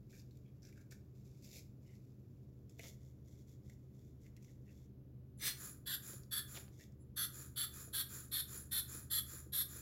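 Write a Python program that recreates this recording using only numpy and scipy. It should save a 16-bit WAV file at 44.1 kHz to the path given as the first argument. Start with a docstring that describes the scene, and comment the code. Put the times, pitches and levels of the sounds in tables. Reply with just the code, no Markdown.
"""Fingers rub, creak and click on rubber and plastic, close by in a small room where a fan hums.
They work a toy balloon onto a squeeze bottle's nozzle, and stick-slip friction makes the skin rasp.
Then ten squeezes hiss into the balloon: each turbulent jet is coloured by resonances and echoes.
After each one the bottle springs back and sucks air through its inlet valve with a thin whistle;
the plastic wall knocks and crinkles as it buckles."""
import sys
import numpy as np
from scipy import signal
from scipy.fft import rfft, irfft, next_fast_len
from scipy.io import wavfile
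from scipy.ndimage import map_coordinates

SR = 44100
rng = np.random.default_rng(int(sys.argv[2]) if len(sys.argv) > 2 else 0)


def generate_wav(signal):
    """Clip the signal to [-1, 1] and save it as 16-bit WAV at the path in sys.argv[1]."""
    frames = np.transpose(np.atleast_2d(signal))
    scaled = np.clip(frames, -1, 1) * 32767
    pcm = np.round(scaled).astype(np.int16)
    wavfile.write(sys.argv[1], SR, pcm)


N = 432621
TIME = np.arange(N) / SR

# Levels are relative within each source.
# squeezes after the first puff: t/s, length/s, level/dB, edge tone f/Hz, valve slit f/Hz,
# neck level/dB, nozzle level/dB, echo delay/s, refill level/dB, wall knock level/dB
SQUEEZES = [ (5.856, .096, -38.5, 7300, 11500, -1.5, 2.5, 0.00086, -48, -60),
            (6.307, 0.087, -37.5, 7800, 11150, -7.5, -3.5, 0.001, -50, -62),
            (7.158, 0.092, -37, 6020, 11200, -11, -6, 0.001, -49.5, -59),
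            (7.556, 0.09, -37, 7600, 11060, -2, 3, .001112, -48.5, -67),
            (7.925, .09, -36, 9060, 11300, -6, 0.5, 0.00061, -46.5, -60),
            (8.31, .094, -35.5, 9200, 11160, -1, 2.5, 0.00063, -47, -55.5),
            (8.708, .088, -34.5, 9160, 11000, -5.5, 1, 0.000624, -47, -54.5),
            (9.098, 0.094, -34.5, 7300, 11170, 1.5, -3, .000732, -48, -56),
            (9.52, .099, -35, 8900, 11400, -4, -1.5, 0.00064, -48.5, -58)]
# resonances: f/Hz, width/Hz, level/dB
OUTLET_MODES = [(1280, 200, -20), (1690, 220, -12), (4150, 130, -8), (4520, 200, -13), (10300, 130, -7),
                (12900, 150, -8), (15300, 300, -9)]  # outlet valve
INLET_MODES = [(1264, 140, -9), (1630, 220, -9.5), (2462, 47, -9), (7070, 313, 0), (10840, 210, 2.5),
               (13150, 1030, -5.5)]  # inlet valve
FOLD_MODES = [(1720, 98, 0.5), (2190, 370, -2.5), (3440, 280, -1), (4090, 220, 2), (4960, 280, -5.5),
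              (6020, 110, 1), (8230, 220, -4.5), (11000, 180, -1), (11900, 200, -2.5)]  # pockets in the limp balloon
RUBBER_MODES = [(2300, 240, 0.5), (2610, 160, -0.5), (3620, 245, -0.5), (5150, 860, -0.5), (7280, 350, -2)]  # rubber under the fingers
BOTTLE_MODES = [(2140, 230, 0.5), (3510, 250, 2), (5700, 820, -2), (7000, 450, 0.5)]  # rubbed bottle
# broad noise spectra: f/Hz, level/dB
JET_SPECTRUM = [(350, -39.5), (750, -60), (1200, -21), (1900, -19.5), (2500, -32.5), (3300, -12),
                (5200, -18.5), (6600, -22.5), (7600, -16.5), (9500, -17.5), (11400, -3.5), (14000, -14),
                (16000, -21)]  # turbulence at the outlet
PUFF_SPECTRUM = [(350, -11.5), (800, -24), (1200, -16), (2700, -17), (5500, -11), (6900, -12.5), (9000, -8),
                 (13500, -7.5), (15800, -7.5)]  # air entering the limp balloon
SUCTION_SPECTRUM = [(350, -9), (800, -24), (1500, -10), (2800, -24), (3500, -15.5), (6400, -13.5),
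                    (7500, -6.5), (8100, -28), (9600, -18.5), (11000, -30), (12000, -31), (14500, -14),
                    (16000, -11)]  # air returning to the bottle
SKIN_SPECTRUM = [(400, -2), (650, 0.5), (900, -37), (1900, -19.5), (2950, -18), (4300, -3.5), (7300, 2),
                 (8300, -14), (12000, -3.5), (15800, -9)]  # sliding skin
CRINKLE_SPECTRUM = [(200, -7), (400, 7), (650, 8), (1000, -2), (1900, 4), (2800, 2.5), (3600, 7.5),
                    (6500, -5), (8500, -22), (15000, -6)]  # denting plastic
RUMBLE_SPECTRUM = [(22, -49.5), (33, -38), (47, -8.5), (62, -12), (85, -9), (120, -8.5), (155, -10),
                   (180, -14.5), (260, -15), (400, -21), (600, -30.5), (800, -43.5), (1500, -52.5),
                   (3000, -89)]  # room rumble
HISS_SPECTRUM = [(700, 2.5), (1500, -2.5), (3000, -7.5), (7000, -11), (8300, -19), (9500, -19),
                 (11000, -7.5), (15500, -6)]  # steady background hiss
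# envelopes: t/s, level/dB
PUFF_ENVELOPE = [(5.385, -75), (5.403, -58), (5.421, -45), (5.45, -40.5), (5.478, -35.5), (5.505, -44),
                 (5.53, -54.5), (5.56, -85)]  # the limp balloon fills
DRONE_ENVELOPE = [(0, -71), (3, -68), (4.6, -63.5), (9.8, -61.5)]  # lowest tone of the hum
# noise bursts: t/s, length/s, level/dB
WISPS = [(6.98, .075, -76), (5.368, .045, -66)]  # a light press or release passes air through the inlet
SLIDES = [(0.089, 0.12, -68.5), (.3, .08, -87), (0.622, 0.078, -72), (0.722, 0.09, -78.5),
          (0.903, 0.021, -58.5), (1.136, 0.12, -82), (1.235, 0.33, -79), (1.42, 0.11, -63.5),
          (1.525, 0.07, -57.5), (1.819, .15, -78.5), (2.02, .1, -88), (2.687, 0.098, -80.5),
          (2.777, 0.089, -64), (2.829, 0.056, -61), (2.88, .05, -72), (2.995, .1, -77.5),
          (3.24, 0.18, -76.5), (3.465, 0.073, -73), (3.639, 0.089, -77.5), (3.927, .17, -82),
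          (4.201, .08, -76.5), (4.402, 0.12, -77.5), (4.649, 0.2, -79.5), (6.702, 0.14, -74.5),
          (6.783, .05, -66)]  # finger strokes on balloon and bottle
CRINKLES = [(2.827, 0.04, -60), (6.128, 0.017, -61.5), (6.54, 0.051, -54), (6.599, .02, -63.5),
            (6.67, .025, -72.5)]  # the thin wall dents
# creaks of gripped rubber: t/s, length/s, level/dB, mid-stroke f/Hz
CREAKS = [(0.122, 0.045, -67.5, 1700), (0.444, 0.035, -72.5, 2380), (.62, 0.077, -73, 1600),
          (.745, .08, -74, 1600), (0.907, 0.015, -63, 1650), (1.847, 0.091, -74, 2100),
          (2.788, .015, -55, 2130), (2.823, 0.052, -63, 2090), (3.695, 0.029, -78, 2050),
          (4.238, 0.024, -72.5, 2060), (4.358, .015, -70, 2040), (4.472, 0.027, -73, 2040),
          (4.66, 0.039, -69.5, 1930), (6.791, 0.043, -67, 1980)]
# snaps of rubber and plastic: t/s, level/dB, ring f/Hz, ring gain/dB
SNAPS = [(0.1978, -57, 4940, 6.5), (0.309, -58.5, 4090, -2), (0.3714, -55.5, 7100, -15),
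         (0.621, -59, 5450, 2), (0.629, -55, 5360, 4), (0.651, -52.5, 5340, 6), (0.6699, -53.5, 5450, 1),
         (0.7258, -54, 2220, -2), (0.776, -54, 1600, -0.5), (0.8131, -55, 1520, -10),
         (0.9098, -50, 7550, -3), (0.921, -54.5, 1630, 5), (2.6956, -51.5, 6960, -3),
         (2.7937, -38, 2200, -1), (2.8439, -55, 7070, -6), (3.6973, -48, 2060, -4.5),
         (4.2644, -54, 2120, -1), (4.366, -47.5, 7050, -6), (4.4257, -54.5, 7080, -5),
         (4.4464, -51, 5600, -6), (5.5755, -44, 6820, -17), (6.2337, -48, 5250, -6),
         (6.5725, -43, 4080, -6), (6.7955, -54.5, 1870, 0), (6.8091, -48.5, 1930, -2.5),
         (6.9214, -61, 6600, -4)]
# the wall buckles under the grip: t/s, level/dB, f/Hz
BUCKLES = [(2.793, -55, 448), (6.135, -58, 363), (6.577, -59, 397), (7.874, -62.5, 450), (9.463, -59, 317)]
# fan tones: f/Hz, level/dB
FAN_TONES = [(100.3, -73), (113.7, -71), (126.5, -60.5), (137.3, -68.5), (198.5, -73.5), (202.5, -74.5),
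             (206.6, -74), (303.5, -75), (379.8, -79.5)]
# reverberation of the room: f/Hz, T60/s
ROOM_T60 = [(200, 1), (2000, 0.33), (6000, 0.3), (15000, 0.32)]


def squeeze_jets(rise_s=0.02, fall_s=0.012, flutter_db=0.92, swell_db_per_s=16):
    """Source and filter: a fluttering turbulent jet excites resonances of valve, nozzle and neck."""
    out, t = np.zeros(N), np.arange(SR // 4) / SR
    for k, (start, length, db, edge_hz, slit_hz, neck_db, nozzle_db, echo_s, _, _) in enumerate(SQUEEZES):
        neck_hz = 4620 - 69 * k  # the neck rings lower with each squeeze
        tilt_db_per_octave = -2.07 + 0.31 * k  # the fuller balloon brightens the jet
        modes = list(OUTLET_MODES) + [(edge_hz, 130, -8), (slit_hz, 330, 0)]
        modes += [(neck_hz, 110, neck_db), (3470, 160, nozzle_db)]
        tilt = lambda hz: amp(tilt_db_per_octave * np.log2((hz + 300) / 6000))
        jet = noise(lambda hz: colour(JET_SPECTRUM, modes, hz) * tilt(hz), len(t))
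        flow = np.clip(t / rise_s, 0, 1) ** 1.3 * np.exp(-np.maximum(t - length, 0) / fall_s)
        unsteady_db = flutter_db * wobble(415, len(t)) + 0.32 * wobble(55, len(t))
        pressure_db = db + swell_db_per_s * (t - length / 2) + unsteady_db
        add(out, start, flow * amp(pressure_db) * balloon_echoes(jet, echo_s, reflection=-0.45))
    return amp(-3.5) * out


def first_puff(flap_db=1.4, ring_s=5.53, ring_hz=4320, ring_db=-55):
    """Amplitude modulation: unfolding rubber flaps and roughens the hiss; the neck then rings briefly."""
    hiss, size = np.zeros(N), SR // 4
    jet = noise(lambda hz: colour(PUFF_SPECTRUM, FOLD_MODES, hz), size)
    jet = balloon_echoes(jet, delay_s=0.001, reflection=0.083)
    add(hiss, PUFF_ENVELOPE[0][0], unit(jet * amp(flap_db * wobble(506, size))))
    ring = noise(lambda hz: band(hz, ring_hz, 70)) * np.exp(-((TIME - ring_s) / 0.02) ** 2)
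    return amp(curves(PUFF_ENVELOPE)[0]) * hiss + amp(ring_db) * ring


def balloon_echoes(x, delay_s, reflection, growth_per_s=0.33):
    """Comb filtering: echoes interfere, and the comb slides down as the swelling lengthens their paths."""
    n = np.arange(len(x))
    echo = lambda delay: map_coordinates(x, [n - delay * (SR + growth_per_s * n)], order=3)
    bounces = reflection * echo(delay_s) + reflection ** 2 * echo(2 * delay_s)
    strays = sum(rng.choice([-1, 1]) * echo(delay) for delay in rng.uniform(0.0012, 0.0035, 3))
    return unit(x + bounces + 0.29 * strays)


def refills(lag_s=0.162, rise_s=0.057, hold_s=0.086, fade_db=34, whistle_hz=10800, sag_hz_per_s=900):
    """Elastic recoil sucks air through the inlet, whose whistle sags in pitch as the flow slackens."""
    out, t = np.zeros(N), np.arange(SR // 3) / SR
    after_puff = (5.572, 0.24, -47)
    after_squeezes = [(start + lag_s, 0.25, db) for start, *_, db, _ in SQUEEZES]
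    for start, length, db in [after_puff] + after_squeezes:
        hiss = noise(lambda hz: colour(SUCTION_SPECTRUM, INLET_MODES, hz), len(t))
        hiss *= amp(1.1 * wobble(200, len(t)))
        slackening = np.maximum(t - hold_s, 0) / (length - hold_s)
        flow = np.clip(t / rise_s, 0, 1) ** 0.55 * amp(-fade_db * slackening ** 1.38)
        pitch_hz = whistle_hz - sag_hz_per_s * (t - hold_s) + 70 * wobble(339, len(t))
        envelope = np.exp(-((t - length / 2) / 0.048) ** 2) * amp(-8 + 2.7 * wobble(48.5, len(t)))
        whistle = envelope * np.sin(2 * np.pi * np.cumsum(pitch_hz) / SR)
        add(out, start, amp(db) * (flow * hiss + whistle))
    return amp(-3.5) * out


def inlet_wisps(low_hz=7250, high_hz=10800, width_hz=130):
    """Resonance: a slow trickle of air sounds only two narrow modes of the inlet."""
    out = np.zeros(N)
    for start, length, db in WISPS:
        size = round(length * SR)
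        air = noise(lambda hz: amp(-4) * band(hz, low_hz, width_hz) + band(hz, high_hz, width_hz), size)
        add(out, start, amp(db) * np.hanning(size) * air)
    return out


def finger_slides(regrip_s=2.55, seated_s=4.88):
    """Sliding friction: skin excites the modes of the rubber, then those of the bottle."""
    # between strokes the fingers fidget faintly until the balloon is seated
    envelope = amp(-88 + 0.5 * wobble(12)) * np.clip((seated_s - TIME) / 0.015, 0, 1)
    for start, length, db in SLIDES:
        add(envelope, start, amp(db) * finger_pressure(length))
    grain = slips(N)
    rubber = noise(lambda hz: colour(SKIN_SPECTRUM, RUBBER_MODES, hz))
    bottle = noise(lambda hz: colour(SKIN_SPECTRUM, BOTTLE_MODES, hz))
    return amp(-2.5) * envelope * unit(grain * np.where(TIME < regrip_s, rubber, bottle))


def rubber_creaks(width_hz=135, sag_hz_per_s=900, upper_ratio=1.38, upper_db=-6):
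    """Stick-slip drives two narrow modes of the gripped rubber; they fall as its tension slackens."""
    out = np.zeros(N)
    for start, length, db, pitch_hz in CREAKS:
        pressure = finger_pressure(length)
        t = np.arange(len(pressure)) / SR
        phase = 2 * np.pi * np.cumsum(pitch_hz - sag_hz_per_s * (t - length / 2)) / SR
        mode = lambda ratio: np.sin(ratio * phase) * noise(lambda hz: band(hz, 0, width_hz), len(t))
        creak = unit(slips(len(t)) * (mode(1) + amp(upper_db) * mode(upper_ratio)))
        add(out, start, amp(db - 4.5) * pressure * creak)
    return out


def finger_pressure(length, attack_s=0.02, release_s=0.015):
    """Contact pressure of one stroke: a linear rise, a hold and an exponential release."""
    t = np.arange(SR // 2) / SR
    return np.clip(t / attack_s, 0, 1) * np.exp(-np.maximum(t - length, 0) / release_s)


def slips(size, grain_db=3, uneven_db=1.5):
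    """Stick-slip modulation: a gain that jumps about as the skin advances in tiny slips."""
    return amp(grain_db * wobble(500, size) + uneven_db * wobble(60, size))


def snaps(crack_t60=0.021, ring_t60=0.03, damping_ratio=0.11):
    """Transient excitation: the rubber rim snaps and the plastic ticks, a crack with a damped ring."""
    out, t = np.zeros(N), np.arange(SR // 12) / SR
    for start, db, ring_hz, ring_db in SNAPS:
        crack = noise(lambda hz: colour(SKIN_SPECTRUM, RUBBER_MODES, hz), len(t))
        crack *= amp(-60 * t / crack_t60)
        burst = rng.standard_normal(len(t)) * amp(-60 * t / ring_t60)
        ring = filtered(burst, lambda hz: resonator(hz, ring_hz, 2 * damping_ratio * ring_hz) ** 2)
        ring /= np.abs(ring).max()
        add(out, start, amp(db) * (amp(-12.5) * crack + amp(ring_db - 7.5) * ring))
    return out


def wall_knocks(t60=0.053, attack_s=0.0019, rebound_lag_s=0.238, rebound_hz=315):
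    """Buckling: the soft wall gives way, or pops out after a squeeze, and two damped modes knock."""
    out, t = np.zeros(N), np.arange(SR // 6) / SR
    envelope = amp(-60 * t / t60) * (1 - np.exp(-t / attack_s))
    rebounds = [(start + rebound_lag_s, db, rebound_hz) for start, *_, db in SQUEEZES]
    for start, db, hz in list(BUCKLES) + rebounds:
        modes = np.sin(2 * np.pi * hz * t) + 0.67 * np.sin(2 * np.pi * 1.45 * hz * t)
        add(out, start, amp(db + 7.5) * modes * envelope)
    return out


def wall_crinkles(grain_db=7.0):
    """Local buckling: a dent creeps through the thin wall in a short run of tiny cracks."""
    out = np.zeros(N)
    for start, length, db in CRINKLES:
        size = round(length * SR)
        plastic = noise(lambda hz: amp(along(CRINKLE_SPECTRUM, hz)), size)
        cracks = unit(plastic * amp(grain_db * wobble(454, size)))
        add(out, start, amp(db) * cracks * np.sqrt(np.hanning(size)))
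    return out


def reverberation(x):
    """Convolution with the small room's diffuse tail, in which the bass lasts longest."""
    hz, t, spectra = signal.stft(rng.standard_normal(SR // 2), SR, nperseg=256)
    decay = amp(-60 * t / along(ROOM_T60, hz)[:, None])
    tail = signal.istft(spectra * decay, SR, nperseg=256)[1]
    delayed = np.pad(x, (200, 0))
    return signal.fftconvolve(delayed, tail / np.linalg.norm(tail))[:N]


def fan_hum(drone_hz=74.6, waver_db=1.5):
    """Superposition of a fan's tones, each wavering in phase and level; the lowest slowly swells."""
    def tone(hz):
        phase = 2 * np.pi * (hz * TIME + rng.random()) + 0.3 * wobble(2.5)
        return np.sqrt(2) * np.sin(phase) * amp(0.68 * wobble(3))
    drone_db = np.interp(TIME, *np.transpose(DRONE_ENVELOPE)) + waver_db * wobble(2)
    return sum(amp(db) * tone(hz) for hz, db in FAN_TONES) + amp(drone_db) * tone(drone_hz)


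def room_noise(rumble_db=-61.5, hiss_db=-82.5):
    """Stationary noise: the low rumble of the room and a faint hiss."""
    rumble = noise(lambda hz: amp(along(RUMBLE_SPECTRUM, hz)))
    hiss = noise(lambda hz: amp(along(HISS_SPECTRUM, hz)))
    return amp(rumble_db) * rumble + amp(hiss_db) * hiss


def amp(db):
    """Amplitude ratio of a level in decibels."""
    return 10 ** (np.asarray(db) / 20)


def unit(x):
    """Normalisation to rms 1."""
    return x / np.sqrt(np.mean(x ** 2) + 1e-20)


def along(points, hz):
    """Interpolation of (f/Hz, value) points on a logarithmic frequency axis."""
    f, values = np.transpose(points)
    return np.interp(np.log(hz + 1), np.log(f + 1), values)


def curves(rows):
    """Interpolation of each level column over time, silent outside the rows."""
    times, *levels = np.transpose(rows)
    return [np.interp(TIME, times, db, left=-120, right=-120) for db in levels]


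def wobble(rate, size=N):
    """Smooth random modulation: a spline through `rate` Gaussian knots a second."""
    knots = rng.standard_normal(int(size * rate / SR) + 4)
    return map_coordinates(knots, [np.arange(size) * rate / SR])


def filtered(x, response):
    """Linear filtering: the spectrum of x times a frequency response."""
    size = next_fast_len(len(x) + 8192)
    return irfft(rfft(x, size) * response(np.fft.rfftfreq(size, 1 / SR)), size)[:len(x)]


def noise(response, size=N):
    """Spectral shaping of white noise, at rms 1."""
    return unit(filtered(rng.standard_normal(size), response))


def band(hz, centre_hz, width_hz):
    """Lorentzian gain, halved at width_hz either side of the centre."""
    return 1 / (1 + ((hz - centre_hz) / width_hz) ** 2)


def colour(spectrum, modes, hz):
    """Gain of a broad spectrum and its resonance peaks, added in power."""
    power = sum((amp(db) * band(hz, f, width)) ** 2 for f, width, db in modes)
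    return np.sqrt(power + amp(along(spectrum, hz)) ** 2)


def resonator(hz, centre_hz, width_hz):
    """Causal band-pass response of a damped oscillator."""
    return 1j * hz * width_hz / (centre_hz ** 2 - hz ** 2 + 1j * hz * width_hz)


def add(track, start, x):
    """Superposition of x on the track from `start` seconds."""
    part = track[max(round(start * SR), 0):][:len(x)]
    part += x[:len(part)]


def scene():
    """Direct sound of air, fingers and bottle, with weaker reverberation and the background, in mono."""
    background = fan_hum() + room_noise()
    direct = squeeze_jets() + first_puff() + refills() + inlet_wisps()
    direct += finger_slides() + rubber_creaks() + snaps() + wall_knocks() + wall_crinkles()
    return (direct + amp(-8.0) * reverberation(direct) + background)[None]


def record(dry):
    """Band limiting: the microphone passes nothing above 15.9 kHz."""
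    return np.array([filtered(x, lambda hz: hz < 15900) for x in dry])


dry = scene()
out = record(dry)
generate_wav(out)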